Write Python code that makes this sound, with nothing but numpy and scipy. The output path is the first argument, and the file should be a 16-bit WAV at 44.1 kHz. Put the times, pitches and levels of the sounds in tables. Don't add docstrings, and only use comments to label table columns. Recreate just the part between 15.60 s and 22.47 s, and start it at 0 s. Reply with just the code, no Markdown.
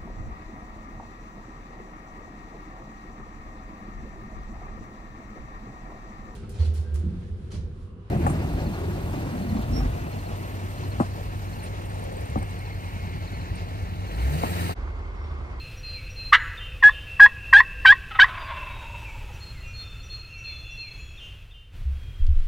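import sys
import numpy as np
from scipy import signal
from scipy.fft import rfft, irfft, next_fast_len
from scipy.io import wavfile

SR = 44100
rng = np.random.default_rng(int(sys.argv[2]) if len(sys.argv) > 2 else 0)


def bounce(signal):
    frames = np.transpose(np.atleast_2d(signal))
    limited = np.clip(frames, -1, 1)
    pcm = np.round(limited * 32767).astype(np.int16)
    wavfile.write(sys.argv[1], SR, pcm)


N = 302967
T = np.arange(N) / SR
SIDE = np.array([[1], [-1]])


def undb(db):
    return 10 ** (np.asarray(db) / 20)


def unit(x):
    return x / np.sqrt(np.mean(x ** 2))


def ramp(t, length):
    return np.clip(t / length, 0, 1)


def curve(rows):
    return np.interp(T, *np.transpose(rows))


def span(s, length, fade=0.0073):
    i = np.arange(int(s * SR), int((s + length) * SR))
    return i, T[i] - T[i[0]], ramp(np.minimum(i - i[0], i[-1] - i), fade * SR)


def wander(hz):
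    return unit(signal.sosfilt(signal.butter(2, hz, fs=SR, output="sos"), rng.standard_normal(N)))


def turns(hz):
    return 2 * np.pi * np.cumsum(hz) / SR


def response(points, hz):
    f, db = np.transpose(points)
    return undb(np.interp(np.log(hz + 1e-3), np.log(f), db))


def colour(x, points):
    size = next_fast_len(N)
    return irfft(rfft(x, size) * response(points, np.fft.rfftfreq(size, 1 / SR)), size)[:N]


def noise(points):
    return unit(colour(rng.standard_normal(N), points))


def band(x, hz, width_hz):
    return signal.lfilter(*signal.iirpeak(hz, hz / width_hz, fs=SR), x)


def narrow_noise(hz, width_hz):
    return unit(band(band(rng.standard_normal(N), hz, width_hz), hz, width_hz))


def add(out, s, x):
    i = int(s * SR)
    x, i = x[max(-i, 0):], max(i, 0)
    out[i:i + len(x)] += x[:max(N - i, 0)]


def echoes(x, t60, build, dull_hz):
    t = T[:2 * SR]
    tail = rng.standard_normal(len(t)) * undb(-60 * t / t60) * (1 - np.exp(-t / build))
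    tail = signal.sosfilt(signal.butter(2, dull_hz, fs=SR, output="sos"), tail / np.linalg.norm(tail))
    return signal.fftconvolve(x, tail)[:N]


# t/s, level/dB
RUMBLE_LEVELS = [(0, -37.5), (4.2, -38), (4.9, -42), (5.9, -41), (6.25, -36)]
HUSH_LEVELS = [(0, -51.5), (3.8, -50), (4.6, -55), (6.87, -55.5)]
# f/Hz, relative level/dB
RUMBLE_SPECTRUM = [(15, -6.5), (35, 2), (60, -1), (110, -5), (160, -18.5), (220, -27.5), (500, -54),
                   (1000, -91)]
HUSH_SPECTRUM = [(150, -0.5), (300, 0.5), (500, -0.5), (850, -7), (1400, -4), (2000, -4.5), (3000, -4.5),
                 (4800, -13.5), (7000, -19), (10000, -21.5), (15500, -23.5)]
SIDE_SPECTRUM = [(80, -21), (300, 5), (700, -9.5), (2200, -21), (5000, -7.5), (8000, 2.5), (15500, 0)]
def air(side_db=-15):
    rumble = noise(RUMBLE_SPECTRUM) * undb(curve(RUMBLE_LEVELS))
    hush = noise(HUSH_SPECTRUM) * undb(0.96 * wander(5.6))
    side = undb(side_db) * noise(SIDE_SPECTRUM) * SIDE
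    return rumble + undb(curve(HUSH_LEVELS)) * (hush + side)


# t/s, level/dB
CHORUS_LEVELS = [(0, -48.5), (3.4, -47.5), (3.9, -58), (4.9, -50), (5.8, -55), (6.2, -70)]
def chorus(hz=2619, width_hz=220, flicker_db=2):
    return narrow_noise(hz, width_hz) * undb(curve(CHORUS_LEVELS) + flicker_db * wander(11))


def background_fade(s=6.11, fade_s=0.39, cut_in_s=0.035, db=-9.5):
    return undb(curve([(s - fade_s, 0), (s, db), (s + cut_in_s, 0)]))


# start t/s, end t/s, f/Hz, resonance width/Hz, level/dB
FAR_HUMS = [(-0.27, 2.5, 505, 26, -60), (3.5, 5.2, 1330, 170, -62)]
def far_hums():
    out = np.zeros(N)
    for start, end, hz, width_hz, db in FAR_HUMS:
        swell = np.sqrt(np.abs(np.sin(np.pi * ramp(T - start, end - start))))
        out += undb(db) * swell * narrow_noise(hz, width_hz)
    return out


# t/s, length/s, f/Hz, level/dB
WHISTLE_NOTES = [(.25, 0.2, 4740, -57), (.783, 0.13, 6960, -60.5), (2.777, .15, 4810, -55.5),
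                 (3.08, 0.35, 3800, -55.5), (4.019, 0.18, 2766, -46.5), (4.039, 0.16, 2470, -48),
                 (4.158, 0.44, 3603, -51.5), (4.84, 0.446, 3497, -51), (5.27, 0.71, 3375, -56.5),
                 (5.367, .2, 6980, -62.5), (6.326, 0.42, 3274, -60), (6.377, 0.299, 2465, -63)]
# t/s, length/s, level/dB
FALLING_NOTES = [(1.451, .32, -41.5), (1.779, 0.44, -39.5), (2.124, 0.33, -43), (2.918, 0.24, -42),
                 (3.219, .3, -47.5), (4.689, .35, -43.5), (5.039, 0.38, -44)]
# t/s, f/Hz, level/dB, all of its long whistle
PHRASE_NOTES = [(-.05, 4200, -44.5), (0.231, 4167, -38), (0.559, 4162, -38), (3.799, 4240, -46),
                (4.133, 4270, -42.5), (4.494, 4260, -39), (4.841, 4215, -39), (5.17, 4207, -39.5)]
# t/s, chip level/dB, hum level/dB
CHIP_NOTES = [(0.974, -40, -43), (1.303, -42.5, -43), (5.576, -47.5, -45.5), (5.91, -53, -54.5)]
# t/s, top f/Hz, relative level/dB
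SLUR_NOTES = [(.33, 2650, -45), (2.712, 2650, -46), (3.059, 2620, -46), (3.44, 2685, -42),
              (3.94, 2315, -52.5), (4.721, 2710, -51), (4.85, 2650, -49.5), (5.21, 2685, -46)]
def song_notes(waver=0.0032, slur_waver=.014, chip_waver=0.0081, sag=.017):
    notes = [(s, length, hz, (1 - sag) * hz, db, waver) for s, length, hz, db in WHISTLE_NOTES]
    notes += [(s, length, 2750, 2632, db, waver) for s, length, db in FALLING_NOTES]
    for s, hz, db in PHRASE_NOTES:
        grace_note = (s - .065, .06, 1.388 * hz, 1.362 * hz, db - 14.5, waver)
        notes += [grace_note, (s, .16, 1.008 * hz, 0.9915 * hz, db, waver / 2)]
    for s, chip_db, hum_db in CHIP_NOTES:
        notes += [(s, .03, 3680, 3540, chip_db, chip_waver),
                  (s + 0.016, .13, 3125, 3085, hum_db, chip_waver),
                  (s + 0.02, .15, 2835, 2790, hum_db, chip_waver)]
    notes += [(s, .11, hz, .82 * hz, db - 1, slur_waver) for s, hz, db in SLUR_NOTES]
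    for when, height in rng.random((120, 2)):
        hz = 5400 + 2900 * height * (1 - 0.53 * when)
        notes.append((3.15 + 2.5 * when, .1, hz, .985 * hz, -72, waver))
    return notes


def songbirds(direct_db=-1, echo_db=-5):
    notes = song_notes()
    out, wobble = np.zeros(N), wander(98)
    for s, length, first_hz, last_hz, db, waver in notes:
        i = np.arange(int(length * SR))
        progress = i / (length * SR)
        glide = last_hz + (first_hz - last_hz) * (1 - progress) ** 2
        hz = glide * (1 + waver * wobble[int(s * SR) + i])
        swell = np.sin(np.pi * progress ** .6)
        add(out, s, undb(db) * np.sqrt(2) * swell * np.sin(turns(hz)))
    return undb(direct_db) * out + undb(echo_db) * echoes(out, t60=0.78, build=0.018, dull_hz=8850)


# t/s, f/Hz, level/dB, rise/s, t60/s
MIC_BUMPS = [(6.14, 26, -30, 0.033, 2.2), (6.245, 68, -15, 0.016, 0.51), (6.594, 66, -10, 0.015, 0.18),
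             (6.61, 19.6, -7.5, 0.013, 0.76), (6.681, 67.4, -6, 0.011, 0.25), (6.754, 17.6, -6, 0.015, .3)]
def mic_bumps(tick_s=6.667, tick_db=-43):
    out, t = np.zeros(N), T[:SR]
    for s, hz, db, rise, t60 in MIC_BUMPS:
        envelope = undb(db - 60 * t / t60) * (1 - np.exp(-(t / rise) ** 2))
        add(out, s, envelope * np.sin(2 * np.pi * hz * t))
    tick = unit(band(band(rng.standard_normal(SR), 3200, 3560), 3200, 4000))
    add(out, tick_s, undb(tick_db - 60 * t / 0.015) * tick)
    return out


# centre t/s, half length/s, added level/dB
GOBBLE_SWELLS = [(2.542, 0.041, 2.5), (2.945, 0.029, 4.5)]
def gobble(start=2.505, length=1.25, rate_hz=19, stumble=.3, swoop=.06, jitter=0.055, depth=0.58):
    i, t, gate = span(start, length)
    opening = t < .13
    hz = np.where(opening, 1347, 1088 - 175 * t)
    fade_db = 18.5 * np.maximum(t - 0.43, 0)
    swell_db = sum(db * np.exp(-((T[i] - s) / half) ** 2 / 2) for s, half, db in GOBBLE_SWELLS)
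    level_db = -36.5 + 3 * opening - fade_db + swell_db + 2 * wander(11)[i]
    upper_db = 2 - 4 * opening - 9.5 * t
    beat = turns(rate_hz * (1 + stumble * wander(10)[i]))
    phase = turns(hz * (1 + swoop * np.cos(beat) + jitter * wander(230)[i]))
    rasp = noise([(500, -28), (1400, -1), (2100, 8.5), (2700, -0.5), (3500, 6), (4800, -21),
                  (9000, -54)])
    upper = 0.53 * np.sin(1.5 * phase) + 0.25 * np.sin(2.2 * phase) + 0.45 * rasp[i]
    voice = np.sin(phase) + undb(-11) * np.sin(.61 * phase) + undb(upper_db) * upper
    syllables = (1 + depth * np.sin(beat)) ** 2 / 2
    out = np.zeros(N)
    out[i] = voice * gate * undb(level_db) * syllables
    return out + undb(-1.5) * echoes(out, t60=1.0, build=0.0077, dull_hz=4000)


CLUCK_S, ONSET_DB = .724, -16
# f/Hz, relative level/dB
CLUCK_THROAT = [(300, -35.5), (800, -27.5), (1150, -5), (1400, 3), (1850, -2), (2200, -2.5), (2600, -17),
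                (3000, -4.5), (3700, -15.5), (5000, -29.5), (8000, -41.5), (11000, -63), (15000, -69)]
def cluck(open_hz=1154, settled_hz=912, drop_s=.003, attack_s=0.0072, hold_s=0.028, jitter=.13):
    i, t, gate = span(CLUCK_S, 2 * hold_s)
    hz = settled_hz + (open_hz - settled_hz) * np.exp(-np.maximum(T - CLUCK_S, 0) / drop_s)
    release_db = -1150 * np.maximum(t - hold_s, 0)
    db = -9.5 + ONSET_DB * (1 - ramp(t, attack_s)) + release_db
    phase = turns(hz * (1 + jitter * wander(700)))
    membrane = unit(sum(np.sin(k * phase) for k in range(1, 14)))
    voice = colour(membrane + undb(-2) * rng.standard_normal(N), CLUCK_THROAT)
    out = np.zeros(N)
    out[i] = unit(voice[i]) * gate * undb(db)
    return out


# f/Hz, relative level/dB
YELP_THROAT = [(700, -30), (850, -26.5), (1050, -30), (2300, -21), (2600, -29.5), (3100, -16.5),
               (3450, -21), (4100, -32.5), (4900, -32), (5700, -44.5), (7400, -49.5), (8400, -47),
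               (9300, -62), (15000, -64.5)]
# t/s, length/s, attack/s, lowest f/Hz, reached after/s, closing f/Hz,
# lilt/Hz, lilt after/s, level/dB, relative overtone level/dB, crack level/dB
YELP_NOTES = [(1.226, 0.069, .013, 831, 0.021, 858.6, 8.5, .034, -7.5, -10, -21.5),
              (1.597, 0.066, 0.0052, 811, 0.011, 843, 27.5, .031, -5, -7.5, -16.5),
              (1.929, .077, 0.0073, 789.2, 0.013, 878, 63.5, .048, -5.5, -4, -12.5),
              (2.251, .076, 0.0061, 760, .023, 883.5, 0, .04, -5.5, -4.5, -14),
              (2.591, 0.053, 0.0056, 743, .021, 922.6, 0.5, .03, -5.5, -4, -14.5)]
def yelps(open_hz=972.4, jitter=0.005, shimmer=0.39, release_s=0.024, low_voice_hz=785):
    out, wobble, flutter = np.zeros(N), wander(270), wander(77)
    rasp = noise([(200, -8), (900, -19), (1900, 30.5), (3600, 3.5), (5500, -5.5), (9000, -19),
                  (15000, -25)])
    fray = noise([(1200, -20.5), (2400, 1), (3600, -3), (5200, -22), (9000, -40), (15000, -52)])
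    for s, length, attack, low_hz, low_s, close_hz, lilt_hz, lilt_s, db, over_db, _ in YELP_NOTES:
        i, t, gate = span(s, length + .009)
        drop = (open_hz - low_hz) * (1 - ramp(t, low_s)) ** 3.2
        climb = (close_hz - low_hz) * (np.maximum(t - low_s, 0) / (length - low_s)) ** 1.25
        lilt = lilt_hz * np.exp(-((t - lilt_s) / .008) ** 2)
        hz = low_hz + drop + climb + lilt
        release_db = -9.5 * np.maximum(1 + (t - length) / release_s, 0) ** 2
        effort_db = ONSET_DB * (1 - ramp(t, attack)) + release_db
        phase = turns(hz * (1 + jitter * wobble[i]))
        pulse = 1 + np.cos(phase)
        partials = [response(YELP_THROAT, k * hz) * np.sin(k * phase + k * k)
                    * (1 + shimmer * flutter[i + k * len(i)]) for k in range(1, 18)]
        low_voice = (1 + np.tanh((low_voice_hz - hz) / 7)) / 2
        main = undb(-5 * low_voice) * (partials[0] + np.sin(2 * phase))
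        middle = sum(partials[2:6]) + undb(-30) * fray[i] * pulse
        middle *= undb(over_db + 9 * low_voice - 0.76 * effort_db)
        top = undb(-1 + .6 * effort_db) * sum(partials[6:])
        opening = np.exp(-np.maximum(t - attack, 0) / 0.004)
        roughness = (undb(-33) + undb(-20) * opening) * rasp[i] * pulse
        out[i] += gate * undb(db + effort_db) * (np.sqrt(2) * (main + middle + top) + roughness)
    return out - .65 * band(out, hz=1765, width_hz=60)


def cracks(upper_hz=1856, jitter=0.038, rise_share=0.81):
    out, low_wobble, high_wobble = np.zeros(N), wander(220), wander(400)
    # t/s, half length/s, lower f/Hz, level/dB, upper gain/dB
    flares = [(CLUCK_S + .0062, .0036, 1193, -6.5, -9)]
    for s, length, *_, db in YELP_NOTES:
        flares += [(s + after, 0.0029, 1071, db, 5) for after in (0.0032, length)]
    for s, half, lower_hz, db, upper_db in flares:
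        i = int(s * SR) + np.arange(-SR // 50, SR // 50)
        lower = np.sin(turns(lower_hz * (1 + jitter * low_wobble[i])))
        upper = undb(upper_db) * np.sin(turns(upper_hz * (1 + jitter * high_wobble[i])))
        width = half * np.where(T[i] < s, rise_share, 1)
        flare = np.exp(-((T[i] - s) / width) ** 2 / 2)
        out[i] += np.sqrt(2) * undb(db) * (lower + upper) * flare
    return out


def scene():
    near_cluck = cluck()
    turkey = yelps() + cracks() + near_cluck
    blind = undb(-13.5) * echoes(turkey, t60=0.079, build=0.0076, dull_hz=7000)
    blind_sides = undb(-47.5) * echoes(turkey, t60=.05, build=.002, dull_hz=9000) * SIDE
    trees = undb(-30.5) * echoes(turkey, t60=1.3, build=.03, dull_hz=5000)
    trees += undb(-14.5) * echoes(near_cluck, t60=0.85, build=0.017, dull_hz=2200)
    distance = gobble() + songbirds() + far_hums()
    bumps = mic_bumps()
    background = background_fade() * (chorus() + air())
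    return turkey + blind + blind_sides + trees + distance + bumps + background


def record(dry, top_hz=15900):
    rounded = dry / (1 + dry ** 12) ** (1 / 12)
    return signal.sosfilt(signal.ellip(10, .2, 70, top_hz, fs=SR, output="sos"), rounded)


dry = scene()
out = record(dry)
bounce(out)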